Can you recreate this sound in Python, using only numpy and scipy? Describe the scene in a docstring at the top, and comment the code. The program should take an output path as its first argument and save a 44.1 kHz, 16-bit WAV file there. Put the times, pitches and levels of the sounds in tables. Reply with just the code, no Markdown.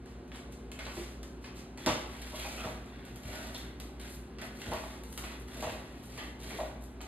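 """Bare room with a paper-covered floor: someone walks up and sets a paint roller down in a plastic tray.
Steps, crunches and wet nap are filtered random bursts; strokes rub the ribs and drum the resonant tray.
Frame clacks are short noise contacts, ticks are impulses with a brief ring and faint rattle, bumps are
band-passed judders, thuds resonated noise, slips gliding tones; an appliance hums in sines over air noise.
Two closely spaced microphone ports listen. Table levels are relative, before layer gains and filters."""
import sys
import numpy as np
from scipy import signal
from scipy.fft import rfft, irfft, next_fast_len
from scipy.io import wavfile
from scipy.ndimage import uniform_filter1d

SR = 44100
rng = np.random.default_rng(int(sys.argv[2]) if len(sys.argv) > 2 else 0)


def generate_wav(signal):
    """Clip the signal to [-1, 1] and save it as 16-bit WAV at the path in sys.argv[1]."""
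    frames = np.transpose(np.atleast_2d(signal))
    scaled = np.clip(frames, -1, 1) * 32767
    pcm = np.round(scaled).astype(np.int16)
    wavfile.write(sys.argv[1], SR, pcm)


N = 311787
TIME = np.arange(N) / SR


def amp(db):
    """Decibels to linear gain."""
    return 10 ** (np.asarray(db) / 20)


def evened(x):
    """Scales to unit rms."""
    return x / np.sqrt(np.mean(x ** 2) + 1e-20)


def read(points, hz):
    """Interpolates a table on a log-frequency axis."""
    f, value = np.transpose(points)
    return np.interp(np.log(hz + 1), np.log(f), value)


def add(mix, s, db, sound):
    """Places a sound whose energy equals db held for 1/20 s."""
    unit_gain = np.sqrt(SR / 20 / np.sum(sound ** 2))
    part = mix[round(s * SR):][:len(sound)]
    part += (amp(db) * sound * unit_gain)[:len(part)]


def drift(rate_hz):
    """Slow random curve with unit rms, low-passed near rate_hz."""
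    size = 4096
    hz = np.fft.rfftfreq(size, TIME[-1] / size)
    slow = irfft(rfft(rng.standard_normal(size)) / (1 + (hz / rate_hz) ** 4), size)
    return np.interp(TIME, np.linspace(0, TIME[-1], size), evened(slow))


def colour(x, points):
    """Causal minimum-phase filter with the given spectrum and unit energy."""
    size = 8192
    log_gain = np.log(amp(read(points, abs(np.fft.fftfreq(size, 1 / SR)))))
    min_phase = np.exp(np.conj(signal.hilbert(log_gain)))
    taps = np.fft.ifft(min_phase).real[:size // 2]
    return signal.oaconvolve(x, taps / np.linalg.norm(taps))[:N]


def resonate(x, hz, width_hz):
    """One resonance of gain one, fixed or moving: shift to zero, one-pole low-pass, shift back."""
    turn = np.exp(2j * np.pi * np.cumsum(hz * np.ones(len(x))) / SR)
    r = np.exp(-np.pi * width_hz / SR)
    return 2 * (turn * signal.lfilter([1 - r], [1, -r], x / turn + 1e-18)).real


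def grains(per_s, spread_db):
    """Tiny snaps at random moments, a few much larger than the rest."""
    size = amp(spread_db * np.minimum(rng.exponential(1, N), 4))
    sign = rng.choice([-1, 1], N)
    return size * sign * (rng.random(N) < per_s / SR)


def contact(length_s, abruptness=1):
    """Rough contact: noise that starts at once and dies away; an abrupt one holds, then stops."""
    t = np.arange(SR // 3) / SR
    return rng.standard_normal(len(t)) * np.exp(-np.minimum((t / length_s) ** abruptness, 20))


SPOT_WIDTH_HZ, SPOT_DB = 780, 3


def snap(length_s, hz):
    """Short contact coloured by the broad resonance of the struck spot or crease."""
    rough = contact(length_s)
    return rough + amp(SPOT_DB) * resonate(rough, hz, SPOT_WIDTH_HZ)


def progress(start_s, length_s):
    """How far a movement has come, 0 to 1."""
    return np.clip((TIME - start_s) / length_s, 0, 1)


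SPEED_POWER = .75


def arch(u, skew=1):
    """Loudness of a movement from rest to rest: a power of its speed; skew < 1 peaks early, > 1 late."""
    out, moving = np.zeros(N), (u > 0) & (u < 1)
    out[moving] = np.sin(np.pi * u[moving] ** skew) ** SPEED_POWER
    return out


SKID_ATTACK_S = 0.0016


def skid(start_s, decay_s):
    """Loudness of a contact that bites at once and eases off."""
    t = np.maximum(TIME - start_s, 0)
    return np.minimum(t / SKID_ATTACK_S, 1) * np.exp(-np.minimum(t / decay_s, 20))


# bare-room decay: f/Hz, t60/s
ROOM_T60 = [(100, 0.04), (400, 0.5), (1000, 0.69), (3000, 0.56), (7000, .5), (14000, 0.43)]
# reverberant over direct, before each layer's wet_db: f/Hz, ratio/dB
ROOM_DB = [(100, 4.7), (1000, 9.85), (3500, 6.45), (8000, 5.1), (14000, 1.1)]
# likeness of the reverberation at the two ports: f/Hz, correlation/0-1
LIKENESS = [(60, .999), (160, 0.92), (300, 0.88), (650, 0.77), (1200, 0.21), (3000, 0.2), (4400, 0.5),
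            (5400, 0.97), (8000, 0.2), (10500, 1), (13000, 1), (15000, 1)]


def room(x, wet_db=0):
    """Direct sound plus a dense decaying tail from bare walls, partly alike at the two ports; keeps rms."""
    hz, t, (a, b) = signal.stft(rng.standard_normal((2, SR)), SR, nperseg=512)
    same = np.clip(read(LIKENESS, hz), -1, 1)[:, None]
    t60 = read(ROOM_T60, hz)[:, None]
    wet = amp(read(ROOM_DB, hz) + wet_db)[:, None]
    decay = np.exp(-np.log(1000) * t / t60) * np.sqrt(2 * np.log(1000) / t60 / SR)
    ports = np.array([a, same * a + np.sqrt(1 - same ** 2) * b])
    tail = signal.istft(ports * wet * decay, SR, nperseg=512)[1]
    tail *= np.minimum(np.arange(tail.shape[1]) / SR / 0.0035, 1)  # reflections build up over 3.5 ms
    tail[:, 0] += 1  # direct sound
    out = signal.fftconvolve(x[None], tail, axes=1)[:, :N]
    return evened(out) * np.sqrt(np.mean(x ** 2))


# tray resonances: f/Hz, width/Hz, level above the plain wall/dB
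TRAY = [(208, 91, 7.5), (499, 57, -5.5), (634, 66, 6), (740, 72, -3), (860, 28, -3), (957, 70, 0.5),
        (1128, 46, 5), (1220, 23, 0), (1310, 80, -2.5), (1460, 52, -3.5), (1965, 160, -1.5), (2480, 40, -8),
        (2700, 99, -8), (3410, 150, -6)]


def tray(x):
    """The plastic tray adds its damped modes to whatever touches it; energy is kept."""
    t = np.arange(SR // 4) / SR
    ring = np.zeros(len(t))
    for hz, width_hz, db in TRAY:
        damped = np.exp(-np.pi * width_hz * t) * np.cos(2 * np.pi * hz * t)
        ring += amp(db) * 2 * np.pi * width_hz / SR * damped
    out = x + signal.oaconvolve(x, ring)[:len(x)]
    return out * np.linalg.norm(x) / np.linalg.norm(out)


# mains hum and motors that run a little slower and beat against it: f/Hz, level/dB
HUM_TONES = [(54.3, -56), (59.3, -59), (60, -49.6), (74, -63), (105.6, -69), (120, -60), (169, -67),
             (217.2, -58), (253.3, -55), (357, -68), (379, -66)]
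# moving-air spectrum: f/Hz, density/dB per Hz
AIR_SPECTRUM = [(20, -23), (42, -2.5), (60, -7), (73, 3.5), (95, -6), (135, -3), (200, -1.5), (370, -2),
                (500, -10.5), (1000, -17.5), (2200, -25.5), (4000, -31), (8000, -39), (15000, -50)]


def hum():
    """Appliance tones, drifting slightly in level and phase, over the rush of moving air."""
    tones = np.zeros(N)
    for hz, db in HUM_TONES:
        level = amp(db + .5 * drift(2.3)) * np.sqrt(2)
        phase = 2 * np.pi * (hz * TIME + rng.random()) + 0.048 * drift(1.0)
        tones += level * np.sin(phase)
    air = evened(room(colour(rng.standard_normal(N), AIR_SPECTRUM), wet_db=-7.5))
    return amp(0.65) * tones + amp(-49.0) * air


# a sole lands or scuffs on the paper: t/s, level/dB, decay/s
STEPS = [(0.053, -51, 0.03), (0.323, -47.5, 0.044), (0.718, -51, 0.01), (0.797, -44, 0.012),
         (0.856, -44, 0.02), (0.965, -43.5, 0.054), (1.447, -53, 0.016), (1.558, -48.5, 0.039)]
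# clothes swish with a stride or a swing of the pole: t/s, length/s, level/dB
SWISHES = [(0.07, 0.066, -67), (0.32, 0.079, -60), (0.505, 0.04, -60), (0.785, 0.13, -57.5),
           (0.892, 0.17, -51), (1.03, 0.13, -61), (1.408, 0.075, -60), (1.541, 0.069, -55)]
# floor-paper spectrum, also for crunches: f/Hz, density/dB per Hz
PAPER_SPECTRUM = [(100, -21), (400, -0.5), (800, -4.5), (1300, -2.5), (2200, -3), (4000, -6.5), (6000, -10),
                  (14000, -34)]
# cloth and peeling-paint spectrum, also for rolling: f/Hz, density/dB per Hz
PEEL_SPECTRUM = [(300, -65), (2000, 4.5), (4000, 4.5), (6500, 3), (9000, -1), (12000, -1.5), (15500, -5)]


def walking():
    """Soles crush and rub the floor paper in grains while clothes swish in finer ones."""
    tread = sum(amp(db) * skid(s, decay_s) for s, db, decay_s in STEPS)
    swish = sum(amp(db) * arch(progress(s, length_s)) for s, length_s, db in SWISHES)
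    soles = tread * amp(-0.7) * evened(colour(grains(2200, 6.8), PAPER_SPECTRUM))
    clothes = swish * amp(4.5) * evened(colour(grains(6600, 3.7), PEEL_SPECTRUM))
    return room(soles + clothes)


# sharp ticks of the pole and frame: t/s, level/dB, f/Hz
TICKS = [(0.0588, -65, 9000), (0.2793, -67, 6000), (0.3598, -55, 7500), (0.524, -57, 8050),
         (0.717, -51, 6950), (0.7913, -52.5, 3500), (1.231, -53.5, 6840), (1.7753, -57, 6500),
         (1.8628, -37, 4000), (2.8603, -63, 9000), (3.052, -59, 9000), (3.1597, -53, 11000),
         (3.5453, -51.5, 10000), (3.580, -48.5, 13000), (3.801, -48.5, 10100), (5.0366, -52.5, 11000),
         (5.128, -54, 12500), (5.1773, -41, 11500), (5.625, -47, 7000), (6.037, -59, 13500),
         (6.201, -61, 10000), (7.015, -51, 7000)]
# tick spectrum: f/Hz, density/dB per Hz
TICK_SPECTRUM = [(200, -18), (1000, 2.5), (4000, 3.5), (7000, 2), (11000, -1.5), (15500, -1.5)]
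TICK_WIDTH_HZ, TICK_RING_DB, RATTLE_DB = 3700, -3, -22


def ticks():
    """Play in the pole joints and roller bearing: an impulse, its brief ring and a faint, short rattle."""
    clicks = np.zeros(N)
    for s, db, hz in TICKS:
        click = amp(RATTLE_DB) * contact(0.0035)
        click[0] += 1
        ring = resonate(click, hz, TICK_WIDTH_HZ)
        add(clicks, s, db, click + amp(TICK_RING_DB) * ring)
    return room(colour(clicks, TICK_SPECTRUM), wet_db=-0.5)


# floor paper buckles under a sole: t/s, level/dB, length/s, crease f/Hz
CRUNCHES = [(0.317, -52.5, 0.013, 1940), (0.345, -54.5, 0.018, 1700), (0.717, -51.5, 0.0066, 3000),
            (0.789, -45, 0.012, 1870), (0.853, -47.5, 0.0039, 4300), (0.867, -47, 0.011, 1980),
            (1.232, -58, 0.0028, 1600), (1.442, -48, 0.018, 2640)]
CRINKLE_DB, CRINKLE_SAMPLES = 6, 40


def crunches():
    """Creases in the floor paper give way in short, dry bursts of uneven crinkles."""
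    snaps = np.zeros(N)
    for s, db, length_s, hz in CRUNCHES:
        burst = snap(length_s, hz)
        crinkle = evened(uniform_filter1d(rng.standard_normal(len(burst)), CRINKLE_SAMPLES))
        add(snaps, s, db, burst * amp(CRINKLE_DB * crinkle))
    return room(colour(snaps, PAPER_SPECTRUM), wet_db=-3)


# roller or sole sticks and slips: t/s, level/dB, length/s, first f/Hz, last f/Hz, roughness/0-1
SLIPS = [(0.969, -39.5, 0.038, 341, 380, 0.54), (2.333, -51, 0.13, 3290, 3277, 0.08),
         (2.335, -51, 0.063, 1067, 1166, 0.2), (2.443, -47.5, 0.031, 802, 837, 0.3),
         (2.319, -49.5, 0.14, 2800, 2960, 0.66), (2.365, -53, 0.1, 3850, 3650, 0.6),
         (2.435, -46, 0.052, 2530, 2480, 0.22), (2.48, -51, 0.088, 2380, 2320, 0.4),
         (2.561, -46.5, 0.07, 2480, 2574, 0.3), (2.566, -47.5, 0.06, 2950, 3056, 0.38),
         (2.563, -46, 0.089, 1248, 1388, 0.5), (3.551, -49, 0.022, 3480, 3530, 0.44),
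         (3.594, -55, 0.046, 3600, 3430, 0.7)]


def slips():
    """Stick and slip: short groans and squeaks whose pitch glides and jitters."""
    squeaks = np.zeros(N)
    for s, db, length_s, first_hz, last_hz, rough in SLIPS:
        count = int(length_s * SR)
        noises = rng.standard_normal((2, SR // 4))
        jitter, shimmer = (evened(uniform_filter1d(v, 60))[:count] for v in noises)
        hz = np.linspace(first_hz, last_hz, count) * (1 + 0.167 * rough * jitter)
        angle = 2 * np.pi * np.cumsum(hz) / SR
        wave = (np.sin(angle) + amp(-17.0) * np.sin(2 * angle)) * (1 + rough * shimmer)
        add(squeaks, s, db, wave * signal.windows.tukey(count, .5))
    return room(squeaks, wet_db=-9.0)


# wire frame strikes the tray or jolts on the pole:
# t/s, level/dB, chatter length/s, brightness corner/Hz, struck-spot f/Hz
CLACKS = [(1.231, -57.5, 0.005, 9000, 1600), (1.776, -51, 0.0062, 9000, 1890),
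          (1.862, -34.5, 0.0034, 12100, 3870), (1.868, -32.5, 0.022, 9000, 1050),
          (1.888, -36, 0.016, 10000, 3100), (2.638, -44.5, 0.024, 2500, 1520),
          (3.548, -45, 0.0046, 12000, 3530), (3.801, -53.5, 0.005, 12100, 4430),
          (4.385, -53.5, 0.0026, 3670, 2940), (4.416, -49, 0.015, 2500, 1600),
          (4.716, -46.5, 0.025, 990, 1960), (4.766, -50, 0.0095, 7000, 2380),
          (5.177, -51.5, 0.014, 11700, 1500), (5.238, -48, 0.012, 3000, 1780),
          (6.177, -50.5, 0.0037, 1840, 1610), (6.505, -49, 0.0066, 5000, 2200),
          (7.006, -51, 0.0081, 5010, 1450)]
# clack spectrum: f/Hz, density/dB per Hz
CLACK_SPECTRUM = [(60, 3.5), (180, 3.5), (500, 5.5), (1100, 0.5), (1700, 1.5), (2200, 5), (3900, 3.5),
                  (5000, 5.5), (7000, 1.5), (15000, -18)]


def clacks():
    """The hard frame hits the tray and chatters briefly; a one-pole low-pass sets the brightness."""
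    blows = np.zeros(N)
    for s, db, length_s, bright_hz, spot_hz in CLACKS:
        pole = np.exp(-2 * np.pi * bright_hz / SR)
        add(blows, s, db, signal.lfilter([1], [1, -pole], snap(length_s, spot_hz)))
    return room(tray(colour(blows, CLACK_SPECTRUM)), wet_db=-2.5)


# roller pushed down the ribs into the well: t/s, length/s, level/dB, wetness/dB, drumming over rubbing/dB
PUSHES = [(2.318, 0.46, -49.5, 1.5, 2.5), (3.215, 0.36, -48, -2, 0.5), (4.536, 0.49, -51.5, 0, -3.5),
          (5.47, 0.37, -48.7, -2, -4), (6.387, 0.34, -49.5, -1, -3.5)]
# roller drawn back, more lightly: t/s, length/s, level/dB, wetness/dB
PULLS = [(2.08, 0.42, -55, 2.5), (2.662, 0.6, -57.5, -30), (3.985, 0.19, -59, 2), (5.18, 0.2, -49, -5),
         (5.8, 0.28, -59.5, -3), (6.06, 0.25, -51.5, -2.5)]
# roller touches down or catches and skids: t/s, level/dB, decay/s, wetness/dB
SKIDS = [(1.777, -50, 0.59, -4.5), (3.051, -54, 0.062, 0), (3.159, -52.5, 0.03, -4),
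         (3.555, -42, 0.025, -8.5), (3.61, -45, 0.046, -14), (3.995, -45.5, 0.045, -3.5),
         (4.386, -41.5, 0.03, -18), (4.414, -40, 0.022, -6), (6.179, -41, 0.02, -17.5),
         (7.006, -49, 0.033, -20)]
PUSH_SKEW, PULL_SKEW = 0.66, 0.87
WELL_DRUM_DB, LIGHT_DRUM_DB = 3.5, -8  # drumming: growth towards the well; share in pulls, skids, creep
TOUCH_S, CREEP_DB, CREEP_WET_DB = 1.87, -67.5, -24  # once in the tray the roller never quite rests


def strokes():
    """Each move sets how hard the roller rubs, how much paint peels and how much the tray drums."""
    moves = [(amp(CREEP_DB) * (TIME > TOUCH_S), CREEP_WET_DB, LIGHT_DRUM_DB)]
    for s, length_s, db, wet_db, drum_db in PUSHES:
        u = progress(s, length_s)
        moves.append((amp(db) * arch(u, PUSH_SKEW), wet_db, drum_db + WELL_DRUM_DB * u))
    for s, length_s, db, wet_db in PULLS:
        moves.append((amp(db) * arch(progress(s, length_s), PULL_SKEW), wet_db, LIGHT_DRUM_DB))
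    for s, db, decay_s, wet_db in SKIDS:
        moves.append((amp(db) * skid(s, decay_s), wet_db, LIGHT_DRUM_DB))
    rub = sum(level ** 2 for level, _, _ in moves)
    peel = sum((level * amp(wet_db)) ** 2 for level, wet_db, _ in moves)
    drum = sum((level * amp(drum_db)) ** 2 for level, _, drum_db in moves)
    return np.sqrt([rub, peel, drum])


# rasp resonances: centre f/Hz, width/Hz, level above the plain rub/dB
RASP = [(852, 95, 6), (1330, 92, 3), (2460, 89, 6), (3270, 86, 3.5)]
WANDER, WANDER_HZ = 0.11, 7  # rms of log frequency; rate


def rasp(x):
    """Adds resonances that slide about with the place and pressure of the contact."""
    out = x
    for hz, width_hz, db in RASP:
        moving_hz = hz * np.exp(WANDER * drift(WANDER_HZ))
        out = out + amp(db) * resonate(x, moving_hz, width_hz)
    return out


TRAVEL_HZ = 1.106  # round trips along the tray per second


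def travelling(x):
    """Fades to and fro between two reflection patterns, one for each end of the tray."""
    angle = np.pi * TRAVEL_HZ * TIME
    return room(x * np.cos(angle)) + room(x * np.sin(angle))


# wet nap pulls free of the plastic at a turn: t/s, length/s, level/dB
LIFTS = [(4.08, 0.091, -48.5), (4.427, 0.056, -55), (5.075, 0.1, -52), (5.382, 0.048, -54.5),
         (6.02, 0.073, -54.5), (6.8, 0.067, -57.5)]
# spectra of unsticking nap, rubbed ribs, drumming tray: f/Hz, density/dB per Hz
UNSTICK_SPECTRUM = [(1000, -40), (2500, -8), (5000, -1), (8000, 1), (12000, 1), (15500, -2)]
RUB_SPECTRUM = [(150, -38), (700, -8), (1300, -7), (1700, 5.5), (2300, -0.5), (4000, 0), (5200, -7),
                (9000, -27.5)]
DRUM_SPECTRUM = [(80, -8), (250, 0), (450, -3), (700, -2.5), (1100, -11), (1600, -4), (3000, -14.5)]
TACK_DB, TACK_HZ, CATCH_DB, CATCH_HZ = 3.2, 90, 1.6, 45
RIB_GRAINS_PER_S, RIB_SPREAD_DB = 900, 5.6
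POPS_PER_S, POP_SPREAD_DB, POPS_DB = 45, 3, -10


def rolling():
    """Paint threads snap behind the nap; the roller rubs and catches on the ribs and drums the tray."""
    rub, peel, drum = strokes()
    tack = amp(TACK_DB * drift(TACK_HZ))  # paint lets go in clumps
    catch = amp(CATCH_DB * np.tanh(drift(CATCH_HZ)))  # ribs grip unevenly
    lift = sum(amp(db) * arch(progress(s, length_s)) for s, length_s, db in LIFTS)
    nap = peel * amp(1.6) * evened(colour(grains(2200, 2.7) * tack, PEEL_SPECTRUM))
    bubbles = evened(colour(grains(POPS_PER_S, POP_SPREAD_DB), PEEL_SPECTRUM))
    pops = peel * amp(POPS_DB) * bubbles
    fizz = lift * amp(1.5) * evened(colour(grains(2200, 3.1) * tack, UNSTICK_SPECTRUM))
    rib_grains = colour(grains(RIB_GRAINS_PER_S, RIB_SPREAD_DB) * tack, RUB_SPECTRUM)
    ribs = rub * catch * amp(0.5) * evened(tray(rasp(rib_grains)))
    body = drum * evened(tray(colour(grains(600, 4.0), DRUM_SPECTRUM)))
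    return room(nap + pops + fizz, wet_db=-3.5) + travelling(ribs + body)


# weight shifts on the floor: t/s, level/dB, f/Hz
THUDS = [(1.867, -33, 234), (1.881, -41, 87), (2.652, -43, 97), (2.653, -45, 219), (3.248, -42, 81),
         (4.671, -40, 79.5), (5.186, -52, 85), (5.639, -43.5, 85), (6.52, -44.5, 328)]


def thuds():
    """Dull, short rings of the floor boards: noise through two equal broad resonances."""
    blows = np.zeros(N)
    for s, db, hz in THUDS:
        width_hz = hz * 0.97
        once = resonate(contact(0.072), hz, width_hz)
        add(blows, s, db, resonate(once, hz, width_hz))
    return room(blows, wet_db=-17.5)


JUDDER_HZ, SMEAR_DB = 150, -2  # mean knock rate; rubbing between knocks
BUMP_STOP = 3.8  # how abruptly a judder ends


def judder(rise_s, length_s):
    """Soft, uneven knocks with some rubbing between them; they swell, hold and stop."""
    t = np.arange(SR // 3) / SR
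    gaps_s = rng.uniform(.5, 1.5, size=80) / JUDDER_HZ
    knock_times_s = np.cumsum(gaps_s) - gaps_s[0] / 2
    knocks = np.diff(np.searchsorted(knock_times_s, t), prepend=0)
    force = evened(knocks) + amp(SMEAR_DB) * rng.standard_normal(len(t))
    stop = np.exp(-np.minimum((t / length_s) ** BUMP_STOP, 20))
    return force * np.minimum(t / rise_s, 1) * stop


# soft roller bumps in the tray: t/s, level/dB, rise/s, length/s, boom f/Hz, boom width/octaves
BUMPS = [(1.869, -31.5, 0.003, 0.043, 640, 1.5), (2.325, -44.5, 0.012, 0.033, 720, 1.1),
         (2.445, -45.5, 0.0055, 0.04, 740, 1.3), (2.639, -39, 0.012, 0.058, 500, 1.4),
         (3.309, -49, 0.023, 0.081, 560, 1.3), (4.63, -42.5, 0.07, 0.087, 370, 1.3),
         (4.716, -34.3, 0.002, 0.039, 630, 1.35), (4.777, -50, 0.01, 0.035, 850, 1.2),
         (4.834, -47.5, 0.0037, 0.016, 700, 1.3), (5.551, -45, 0.06, 0.06, 400, 1.2),
         (5.623, -36.5, 0.004, 0.037, 660, 1.15), (5.667, -38, 0.003, 0.036, 620, 1.1),
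         (5.72, -48, 0.011, 0.054, 420, 1.2), (6.585, -34.5, 0.007, 0.036, 690, 0.85),
         (6.631, -39.5, 0.003, 0.007, 674, 0.5), (6.69, -54, 0.022, 0.053, 744, 0.8)]


def bumps():
    """The padded roller judders in the tray: a hollow band-passed boom without treble."""
    blows = np.zeros(N)
    for s, db, rise_s, length_s, hz, octaves in BUMPS:
        reach = 2 ** (octaves / 2)
        padding = signal.butter(2, [hz / reach, hz * reach], "bandpass", fs=SR, output="sos")
        add(blows, s, db, tray(signal.sosfilt(padding, judder(rise_s, length_s))))
    return room(blows, wet_db=-10.5)


# phase by which the right port leads: f/Hz, lead/rad
LEAD = [(1000, 0), (2400, .9), (4100, .5), (4800, 2.5), (5400, 3.1), (6200, 3.4), (8000, 4.7), (9700, 6.2),
        (11600, 6.5), (15000, 9.3)]


def scene():
    """Sums all sources; treble reaches the right port a little sooner."""
    first_half = hum() + walking() + ticks() + crunches() + slips()
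    left, right = first_half + clacks() + rolling() + thuds() + bumps()
    size = next_fast_len(N + SR // 10)
    lead = np.exp(1j * read(LEAD, np.fft.rfftfreq(size, 1 / SR)))
    right_led = irfft(rfft(right, size) * lead, size)[:N]
    return np.array([left * amp(-1.18), right_led * amp(-1.24)])


EDGE_HZ = 15500


def record(dry):
    """The microphone sheds deep rumble below 42 Hz; then the band limit at EDGE_HZ."""
    lean = signal.sosfilt(signal.butter(4, 42, "highpass", fs=SR, output="sos"), dry)
    band_limit = signal.firwin(511, EDGE_HZ, window=("kaiser", 9), fs=SR)
    return signal.oaconvolve(lean, band_limit[None], "same")


dry = scene()
out = record(dry)
generate_wav(out)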